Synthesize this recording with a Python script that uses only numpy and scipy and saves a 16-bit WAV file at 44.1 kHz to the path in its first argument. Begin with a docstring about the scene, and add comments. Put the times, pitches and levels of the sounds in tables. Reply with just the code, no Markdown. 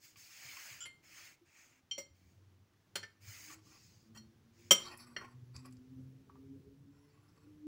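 """Over a low rumble and a faint hush, something soft, slippers or a sleeve, slides nearby: banded hiss.
At 0.8 s a steel spoon judders on a ceramic plate of diced vegetables, then knocks: cracks start ringing modes.
From about 1.8 s a vehicle engine outside gathers speed: three wavering sines at multiples of its firing rate.
From 3.5 s the spoon also scrapes: gritty noise through resonances. Noisy taps and dull bumps come throughout.
A small hard kitchen adds a short noise tail to the sounds close to a hand-held phone."""
import sys
import numpy as np
from scipy import signal
from scipy.fft import rfft, irfft, next_fast_len
from scipy.io import wavfile
from scipy.ndimage import uniform_filter1d

SR = 44100
rng = np.random.default_rng(int(sys.argv[2]) if len(sys.argv) > 2 else 0)


def dump(signal):
    """Clip the signal to [-1, 1] and save it as 16-bit WAV at the path in sys.argv[1]."""
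    limited = np.clip(np.atleast_2d(signal).T, -1, 1)
    pcm = np.round(limited * 32767).astype(np.int16)
    wavfile.write(sys.argv[1], SR, pcm)


N = 338231
T = np.arange(N) / SR


def undb(db):
    """Turn decibels into a plain gain."""
    return 10 ** (np.asarray(db) / 20)


def unit(x):
    """Scale x to an rms of 1."""
    return x / np.sqrt(np.mean(x ** 2))


def noise():
    """White noise, a little longer than the scene so that the Fourier transform is fast."""
    return rng.standard_normal(next_fast_len(N))


def walk(rate):
    """Random levels, rate of them per second, smoothed twice into a gentle wander."""
    k = int(SR / rate)
    steps = np.repeat(rng.standard_normal(N // k + 1), k)
    return uniform_filter1d(uniform_filter1d(steps, k), k)[:N]


def grit(spread_db):
    """Dense tiny contacts of uneven size."""
    size = np.minimum(rng.exponential(size=next_fast_len(N)), 4)
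    return noise() * undb(spread_db * size)


def colour(x, points, lo_hz=0., hi_hz=SR):
    """Shape x by (pitch_hz, level_db) points, keeping mainly lo_hz to hi_hz; rms 1."""
    f = np.maximum(np.arange(len(x) // 2 + 1) * SR / len(x), 1)
    hz, db = np.transpose(points)
    edges = 1 / np.sqrt((1 + (lo_hz / f) ** 12) * (1 + (f / hi_hz) ** 12))
    shape = undb(np.interp(np.log(f), np.log(hz), db))
    return unit(irfft(rfft(x) * shape * edges, len(x)))


def patchy(x, spread_db):
    """Narrow bands of a hiss flicker on their own."""
    spec = signal.stft(x, nperseg=512)[2]
    field = rng.standard_normal(spec.shape)
    field = uniform_filter1d(uniform_filter1d(field, size=3, axis=0), size=5, axis=1)
    return signal.istft(spec * undb(spread_db * unit(field)), nperseg=512)[1][:N]


def resonance(x, hz, width):
    """One damped mode whose pitch may wander; equal loudness on noise whatever its width."""
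    spin = np.exp(2j * np.pi * np.cumsum(hz + 0 * T) / SR)
    fade = np.exp(-np.pi * width / SR)
    # shift the mode down to zero pitch, smooth there, and shift it back
    return np.sqrt(1 - fade) * (signal.lfilter([1], [1, -fade], x / spin) * spin).imag


def stroke(s, rise_s, hold_s, fall_s, edge_db, fade_s):
    """Gain that rises from edge_db, holds and falls back in dB, with a short fade to silence outside."""
    at = s + np.cumsum([0, rise_s, hold_s, fall_s])
    gate = np.interp(T, [at[0] - fade_s, at[0], at[-1], at[-1] + fade_s], [0, 1, 1, 0])
    return gate * undb(np.interp(T, at, [edge_db, 0, 0, edge_db]))


def add(out, s, sound):
    """Mix a sound into out from second s, cut at the end of the scene."""
    start = int(s * SR)
    out[start:start + len(sound)] += sound[:len(out) - start]


def crack(t, db, decay_s):
    """Burst of contact noise, mostly mid-range."""
    burst = undb(db) * rng.standard_normal(len(t)) * np.exp(-t / decay_s)
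    return signal.sosfilt(signal.butter(1, [900, 6500], "band", fs=SR, output="sos"), burst)


def bump(t, db, hz):
    """Dull low swing that builds and quickly dies away."""
    swell = t / 0.034 * np.exp(-t / 0.013)
    return undb(db + 6.5) * swell * np.sin(2 * np.pi * hz * t)


# microphone and room hush: pitch_hz, relative level_db per Hz
HUSH_COLOUR = [(180, -23.5), (300, -13), (337, -11.5), (404, -23), (502, -22.5), (942, -23), (1630, -25),
               (4790, -31), (5940, -30), (8550, -40), (15800, -38)]
HUSH_DB = -76.5  # middle of a slow wander


def hush():
    """Faint noise of room and microphone, its level drifting slightly."""
    level = undb(HUSH_DB + 1.1 * walk(4.3))
    return patchy(level * colour(noise(), HUSH_COLOUR)[:N], 0.73)


# loudness of the traffic rumble before it surges: time_s, level_db
RUMBLE_LEVEL = [(0.0, -74.5), (1.45, -78), (3.5, -70.5), (5.17, -71), (5.6, -65), (6.5, -66), (7.67, -69)]
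# its tone: pitch_hz, relative level_db per Hz
RUMBLE_COLOUR = [(15, -45), (40, -16), (70, -3.5), (95, 6), (130, 2.5), (200, -5), (320, -10), (500, -14),
                 (800, -44.5)]


def rumble():
    """Traffic as low noise whose level surges at random."""
    s, db = np.transpose(RUMBLE_LEVEL)
    level = undb(np.interp(T, s, db) + 3.5 * walk(11))
    return level * patchy(colour(noise(), RUMBLE_COLOUR)[:N], 2.5)


# engine orders swell and fade on their way in: time_s, order_1_db, order_2_db, order_3_db
ENGINE_LEVEL = [(1.8, -83.5, -97, -86), (2.4, -62.5, -75, -84.5), (2.5, -62.5, -87, -99),
                (2.75, -77, -92, -94), (3.1, -61, -85, -106), (3.5, -72, -87, -67.5),
                (3.9, -73, -89, -87.5), (4.22, -58, -60, -67), (4.4, -76, -74, -82.5),
                (4.9, -72, -67.5, -61), (5.1, -74.5, -64, -84), (5.4, -58, -70, -87.5),
                (5.65, -56.5, -57.5, -76), (6.15, -57, -60.5, -86.5), (6.3, -85.5, -70, -74.5),
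                (6.47, -58, -54.5, -69.5), (6.72, -79, -56, -64.5), (6.82, -58, -57.5, -91.5),
                (6.95, -74.5, -70, -73), (7.5, -75.5, -66.5, -87), (7.63, -73, -50, -85)]
# engine gathering speed: time_s, firing_rate_hz
ENGINE_SPEED = [(1.8, 86.6), (4.2, 111), (5.2, 121.9), (6.1, 131.1), (6.6, 136.6), (7.2, 146),
                (7.67, 152.5)]
DROPOUT_DB = 10.5  # how strongly an order drops out now and then


def engine():
    """Only the lowest firing orders pass the walls; each surges and wavers on the way."""
    s, *order_db = np.transpose(ENGINE_LEVEL)
    turns = np.cumsum(np.interp(T, *np.transpose(ENGINE_SPEED))) / SR  # firing cycles so far
    out = np.zeros(N)
    for order, db in enumerate(order_db, start=1):
        surge_db = 2.5 * walk(10) + 3.5 * walk(45)
        dropout_db = DROPOUT_DB * np.maximum(walk(14), 0)
        level = undb(np.interp(T, s, db) + surge_db - dropout_db)
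        out += level * np.sin(2 * np.pi * (order * turns + 0.15 * walk(16)))
    fade_in = np.interp(T, [s[0] - .27, s[0]], [0, 1])
    return fade_in * np.sqrt(2) * out


# soft sliding: start_s, rise_s, hold_s, fall_s,
# then below_3750hz_db, near_5000hz_db, near_7000hz_db, treble_db
SLIDES = [(0.01, 0.031, 0.0058, 0.092, -69, -67, -71, -65),
          (0.162, 0.011, 0.098, 0.16, -70, -66.5, -76, -64.5),
          (0.315, 0.16, 0.25, 0.11, -57, -62.5, -66, -59.5),
          (1.039, 0.14, 0.091, 0.074, -60, -67, -70, -64), (1.464, 0.13, .02, 0.18, -67, -84, -72, -76),
          (2.137, 0.018, 0.16, .1, -85, -87, -95, -85),
          (3.22, 0.064, 0.26, 0.0069, -62, -66.5, -66.5, -61.5),
          (3.628, 0.034, 0.2, 0.22, -82, -71.5, -80, -77),
          (4.538, 0.059, 0.1, 0.013, -77, -78.5, -78.5, -80)]
# tone of the sliding, before each band is leveled: pitch_hz, level_db
SLIDE_COLOUR = [(350, -26), (600, -12), (1000, -10.5), (2300, 3.5), (3000, -6), (3800, -15), (4500, -7.5),
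                (5200, -5), (5800, -11), (6550, -2), (7400, -10), (10200, -21.5), (12500, -16.5),
                (15600, -11.5)]
SLIDE_EDGE_DB = -12  # level at both ends of a stroke


def slides():
    """Soft friction: near-smooth hiss, each stroke with its own balance of registers."""
    rub = grit(0.92)
    edge_hz = [0., 3750., 5800., 8500., 20000.]
    registers = np.array([colour(rub, SLIDE_COLOUR, lo, hi)[:N] for lo, hi in zip(edge_hz, edge_hz[1:])])
    out = np.zeros(N)
    for s, rise, hold, fall, *register_db in SLIDES:
        hiss = undb(register_db) @ registers
        out += stroke(s, rise, hold, fall, SLIDE_EDGE_DB, 0.018) * hiss
    return patchy(out, 2.6)


# dull bumps through the worktop and the hand: start_s, relative level_db, pitch_hz
BUMPS = [(0.447, -50, 135), (0.708, -49.5, 123), (1.41, -53, 342), (2.103, -51, 79.5), (2.246, -49.5, 82.6),
         (3.274, -36, 106), (5.549, -40, 84), (7.465, -44.5, 300)]


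def bumps():
    """Worktop and hand pass on low thumps, each a short swing at one pitch."""
    t = np.arange(int(.2 * SR)) / SR
    out = np.zeros(N)
    for s, db, hz in BUMPS:
        add(out, s, bump(t, db, hz))
    return out


# light taps while the spoon is pressed into the food: start_s, relative tick_db, ring_db,
# strongest_pitch_hz, fall away from that pitch in db_per_octave
TAPS = [(0.158, -60, -52.5, 2390, -9.5), (0.569, -46, -47, 2400, -2.5), (2.735, -60, -67, 1510, -16),
        (4.974, -53.5, -47.5, 10500, -21), (5.563, -47, -46.5, 5600, -6), (5.577, -60, -65, 5960, -13),
        (5.65, -66, -58.5, 1210, -20), (5.657, -44, -54, 10400, -7), (5.709, -59, -68, 10000, -19),
        (5.724, -49, -59, 8240, -11), (5.768, -60, -65, 5640, -20), (6.295, -66, -52, 1090, -22),
        (6.355, -63, -55.5, 1040, -29)]
# spoon and plate damped by contact: pitch_hz, relative width_hz, level_db (used by the taps and the scrapes)
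PRESSED = [(1153, 77, -6.5), (2510, 190, -0.5), (4640, 170, -0.5), (5220, 210, -0.5), (7600, 220, -2.5),
           (10370, 380, -5)]
BODY_DB, BODY_S = -8, 0.0092  # dull noisy body of a tap: level against its ring, decay time


def taps():
    """Ticks that barely ring because contact damps them, each with a dull noisy body."""
    t = np.arange(int(.2 * SR)) / SR
    hz, width, _ = np.transpose(PRESSED)[:, :, None]
    build = 1 - np.exp(-t / 0.00073)
    out = np.zeros(N)
    for s, tick_db, ring_db, most_hz, fall in TAPS:
        detune = 1 + 0.029 * rng.standard_normal(hz.shape)
        gain = undb(ring_db + fall * np.abs(np.log2(hz / most_hz)))
        decay = np.exp(-np.pi * .45 * width * t)
        ring = np.sum(gain * decay * np.sin(2 * np.pi * hz * detune * t), axis=0)
        band = signal.butter(2, most_hz * np.array([.8, 1.25]), "band", fs=SR, output="sos")
        body = unit(signal.sosfilt(band, rng.standard_normal(len(t)))) * np.exp(-t / BODY_S)
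        tick = crack(t, tick_db - 11, 0.0036)
        add(out, s, build * (ring + undb(ring_db + BODY_DB) * body + tick))
    return out


# middle of each pitch register of plate and spoon: pitch_hz
RING_HZ = [380, 575, 1260, 1650, 2100, 3140, 4360, 5700, 7300, 10600, 14800]
# spoon dragged over the glaze: start_s, rise_s, hold_s, fall_s, ring_db, food pushed aside food_db
SCRAPES = [(3.491, 0.011, 0.012, 0.16, -63, -61), (3.597, 0.11, 0.066, 0.027, -75.5, -72),
           (4.137, 0.03, 0.0044, 0.039, -65.5, -60.5), (4.76, 0.03, 0.14, 0.15, -61, -62),
           (6.8, .15, .5, .25, -84, -82), (4.96, 0.029, .01, 0.48, -62.5, -70.5),
           (5.172, 0.011, 0.053, .12, -73.5, -55.5), (5.528, 0.019, 0.052, 0.24, -71, -72.5),
           (5.642, 0.014, 0.027, 0.052, -77, -70)]
# hollows between spoon, food and plate that a push stirs: pitch_hz, width_hz, relative level_db
HOLLOW = [(400, 160, -4.5), (1150, 67, 3.5), (1388, 100, 0.5), (1914, 90, -0.5), (2260, 150, -6.5)]
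RUB_EDGE_DB = -32  # level at both ends of a stroke
FOOD_COLOUR = [(350, 3), (600, 0), (1150, 3.5), (1500, 7.5), (1950, -8.0), (2600, -10.0), (4000, -21)]  # Hz, dB


def scrapes():
    """Grit under the spoon drives wandering pressed resonances and a few free modes; food rustles lower."""
    ring_gain, food_gain = np.zeros(N), np.zeros(N)
    for s, rise, hold, fall, ring_db, food_db in SCRAPES:
        push = stroke(s, rise, hold, fall, RUB_EDGE_DB, 0.01)
        ring_gain += push * undb(ring_db)
        food_gain += push * undb(food_db)
    rub = grit(2.2)[:N]
    pressed, free, hollow = np.zeros(N), np.zeros(N), np.zeros(N)
    for hz, width, db in PRESSED:
        pressed += undb(db + 5.5 * walk(22)) * resonance(rub, hz * (1 + .035 * walk(14)), width)
    for hz in RING_HZ[4:-1]:
        free += undb(5 * walk(16)) * resonance(rub, hz, 60.)
    for hz, width, db in HOLLOW:
        hollow += undb(db + 4.5 * walk(30)) * resonance(rub, hz * (1 + .05 * walk(9)), width)
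    ring = unit(pressed) + undb(-16.5) * unit(free)
    rustle = colour(grit(3.2), FOOD_COLOUR)[:N]
    food = undb(-7.0) * rustle + unit(hollow)
    slip = undb(3.5 * walk(90))  # fast uneven grip
    return patchy(slip * (ring_gain * ring + food_gain * food), 1.8)


# held modes the judder stirs: pitch_hz, relative level_db, t60_s
JUDDER_MODE = [(1409, -14, 0.053), (3020, -4.5, .04), (3300, -10.5, .05), (4980, -14.5, 0.057),
               (5760, -17, 0.066), (7150, -3, .03), (7260, 0.5, 0.032)]
JUDDER_S, JUDDER_END_S, JUDDER_PER_S = 0.806, 0.854, 220  # start, end, bounces per second
JUDDER_DB, JUDDER_GROWTH = -45, 60  # mean level at the start, growth in dB per second


def judder():
    """The spoon's edge bounces on the rim before it lands: quick, uneven, growing short rings."""
    hz, db, t60 = np.transpose(JUDDER_MODE)[:, :, None]
    t = np.arange(int(.08 * SR)) / SR
    decay = np.exp(-np.log(1000) * t / t60)
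    ring = np.sum(undb(db) * decay * np.sin(2 * np.pi * hz * t), axis=0)
    ring *= 1 - np.exp(-t / 0.00079)
    out = np.zeros(N)
    chance = rng.standard_normal((16, 2))  # timing and size of each bounce
    at = JUDDER_S + (np.arange(len(chance)) + 0.11 * chance[:, 0]) / JUDDER_PER_S
    for s, size in zip(at, chance[:, 1]):
        if s < JUDDER_END_S:
            add(out, s, undb(JUDDER_DB + 2.3 * size + JUDDER_GROWTH * (s - JUDDER_S)) * ring)
    return out


# bending waves round the rim in each register: waves (a count)
RIM_WAVES = [0, 2, 3, 0, 4, 5, 6, 7, 8, 10, 12]
# strength of each register: relative level_db
REGISTER_DB = [0.8, 1, -5, -1, -0.6, -0.6, -6, 6, 5, -2.5, -3.5]
PIVOT_HZ, SPOON_HZ = 3000, 1650  # where the two slopes meet; register of the spoon bowl
NODE_LEAK = 0.013  # gain added everywhere, so a node is not silent


def landing(db, bass, treble, spoon_db, place_deg):
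    """Ring dB of each register: two slopes, and weak where the blow falls on a node of the rim."""
    octave = np.log2(np.array(RING_HZ) / PIVOT_HZ)
    slopes = bass * np.minimum(octave, 0) + treble * np.maximum(octave, 0)
    bowl = spoon_db * np.equal(RING_HZ, SPOON_HZ)
    swing = np.abs(np.cos(np.radians(place_deg) * np.array(RIM_WAVES))) + NODE_LEAK
    return db + np.array(REGISTER_DB) + slopes + bowl + 20 * np.log10(swing)


# spoon on plate: start_s, relative crack_db, freedom (multiplies ring time), contact_ms,
# relative ring_db at PIVOT_HZ, bass and treble slopes in db_per_octave, spoon_bowl_db, place_deg on the rim,
# then three modes that sing out, each pitch_hz, lift_db
KNOCKS = [(0.855, -32, 1.2, 3, -46, 5.9, -4, -4, 38.6, 2097, 15.5, 10670, 14.4, 2842, 7.7),
          (1.911, -33, 1.23, 13, -30, 18, -23, -47, 24.7, 4850, -12, 7200, 7.3, 2300, 6.5),
          (1.979, -29.5, 0.78, 20, -43.5, 1.8, -1, -24, 84, 2097, 6, 1292, 8, 312, 7.1),
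          (2.955, -18, 0.82, 1.4, -33, 4.7, -4, 2, 62.34, 9604, 26, 4250, 6, 1560, 16),
          (3.029, -30, 0.75, 5, -44.5, 5.6, -11.5, 4, 59.2, 4947, 11, 2202, 15, 1787, 8.8),
          (4.148, -66, 0.99, 22, -63, 2.9, -1.5, 6, 62, 6690, 25, 4312, 3.3, 1787, 2.7),
          (4.173, -61, 0.78, 5.2, -49, 22, -6, -5, 58.7, 8860, 5, 4330, 2.9, 1060, 6),
          (4.708, -1.5, 0.69, 13, -15, 5.9, -4.5, -28, 73.3, 1256, 8, 566, 5, 7850, 3.6),
          (5.164, -40, 0.52, 2.7, -31, 4.9, -15.5, 3, 57.9, 4360, 4.5, 1930, 23, 2842, 13)]
# plate and spoon modes, close pairs beat: pitch_hz, level_db within its register, t60_s at freedom 1
MODE = [(330, -3, 0.1), (403, 1, 0.1), (557, -0.5, 0.12), (590, 2, 0.1), (980, -8, 0.065), (1267, -1, 0.1),
        (1414, -4, 0.076), (1520, 1.5, .05), (1787, -2, 0.12), (1913, -8, 0.035), (2105.5, -4.5, 0.2),
        (2202, -7, 0.091), (2340, -9.5, .08), (2838, -9.5, 0.064), (3140, 2.5, 0.062), (3153, -2, 0.12),
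        (3170, -19, .45), (3338, -15, 0.06), (4280, -3.5, 0.23), (4360, 0.5, .2), (4380, -6, .2),
        (4750, -8.5, 0.14), (4920, -8.5, 0.14), (5570, -14, 0.16), (5692, 3.5, 0.15), (5685, -20, .4),
        (5770, -8.5, 0.068), (6120, -14, .13), (6600, -17.5, 0.1), (7000, -11.5, .1), (7200, -0.5, 0.08),
        (7274, -8, 0.17), (7750, -7.5, 0.14), (8300, -11, 0.076), (8860, -13, 0.28), (9615, -5, 0.046),
        (10670, -6.5, 0.09), (11250, -5, 0.13), (14765, 2.5, .1)]
THUD_HZ, THUD_DB = 191, -4.5  # worktop under the plate; relative to the lowest register
BLUR_HZ = 160  # half width of the smear round each mode at the blow


def knocks():
    """Each blow is a short crack and starts every mode, weighted by where the spoon lands."""
    hz, mode_db, t60 = np.transpose(MODE)[:, :, None]
    t = np.arange(int(.36 * SR)) / SR
    f = np.arange(len(t) // 2 + 1) * SR / len(t)
    build = 1 - np.exp(-t / 0.0015)
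    out = np.zeros(N)
    for s, crack_db, freedom, contact_ms, *blow in KNOCKS:
        register_db = landing(*blow[:5])
        sing_hz, sing_db = blow[5::2], np.array(blow[6::2])[:, None]
        lift = np.exp(-(np.log(hz / sing_hz) / .018) ** 2) @ sing_db
        ring_db = np.interp(np.log(hz), np.log(RING_HZ), register_db)
        gain = undb(mode_db + lift + ring_db + 2.2 * rng.standard_normal(hz.shape))
        # chatter against the glaze keeps the ring fed; it fades once the contact ends
        contact_s = contact_ms / 1000
        free_s = np.hypot(t, contact_s) - contact_s
        decay = np.exp(-np.log(1000) * free_s / (t60 * freedom))
        # food resting on the plate makes every mode waver as it fades
        waver_hz, phase = 45 * rng.random(hz.shape), rng.random(hz.shape)
        waver = undb(2.1 * np.sin(2 * np.pi * (waver_hz * t + phase)) * t / (t + 0.016))
        ring = np.sum(gain * decay * waver * np.sin(2 * np.pi * hz * t), axis=0) * build
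        # at the blow, many short modes crowd round the clear ones and blur into noise
        smear = np.sum(gain ** 0.72 / (1 + ((f - hz) / BLUR_HZ) ** 2) ** 0.7, axis=0)
        blur = unit(irfft(rfft(rng.standard_normal(len(t))) * smear, len(t)))
        clatter = undb(crack_db - 16.5) * blur * np.exp(-t / 0.013) * build
        snap = crack(t, crack_db - 24.0, 0.0015)
        thud = bump(t, register_db[0] + THUD_DB, THUD_HZ)
        add(out, s, undb(-5.5) * ring + clatter + snap + thud)
    return out


ROOM_T60_S, ROOM_DB, ROOM_HZ = 0.29, -15.5, 5000  # tail length, level, treble cut


def kitchen(x):
    """Many mixed echoes form a fading noise tail, duller than the direct sound."""
    t = np.arange(int(.6 * SR)) / SR
    tail = rng.standard_normal(len(t)) * np.exp(-np.log(1000) * t / ROOM_T60_S) * (t > .004)
    tail = signal.sosfilt(signal.butter(1, ROOM_HZ, fs=SR, output="sos"), tail)
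    return x + undb(ROOM_DB) * signal.fftconvolve(x, tail / np.sqrt(np.sum(tail ** 2)))[:N]


def scene():
    """Close sounds ring in the kitchen; engine, rumble and hush join without its tail."""
    # the knocks keep little below 90 Hz
    plate = signal.sosfilt(signal.butter(2, 90, "high", fs=SR, output="sos"), knocks())
    close = slides() + bumps() + taps() + scrapes() + judder() + plate
    return (hush() + rumble() + engine() + kitchen(close))[None, :]


# overall treble tone: pitch_hz, level_db
TREBLE_TONE = [(100, 0), (12900, 0), (13200, -8), (14100, -8), (15000, 4)]
TOP_HZ = 15750  # little is left above this


def record(dry):
    """The treble dips between 13 and 14 kHz, then rises; little is left above TOP_HZ."""
    hz, db = np.transpose(TREBLE_TONE)
    tone = signal.firwin2(255, [0, *hz, SR / 2], undb([db[0], *db, db[-1]]), fs=SR)
    toned = signal.fftconvolve(dry, tone[None], "same")
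    return signal.sosfilt(signal.ellip(10, .2, 60, TOP_HZ, fs=SR, output="sos"), toned)


dry = scene()
out = record(dry)
dump(out)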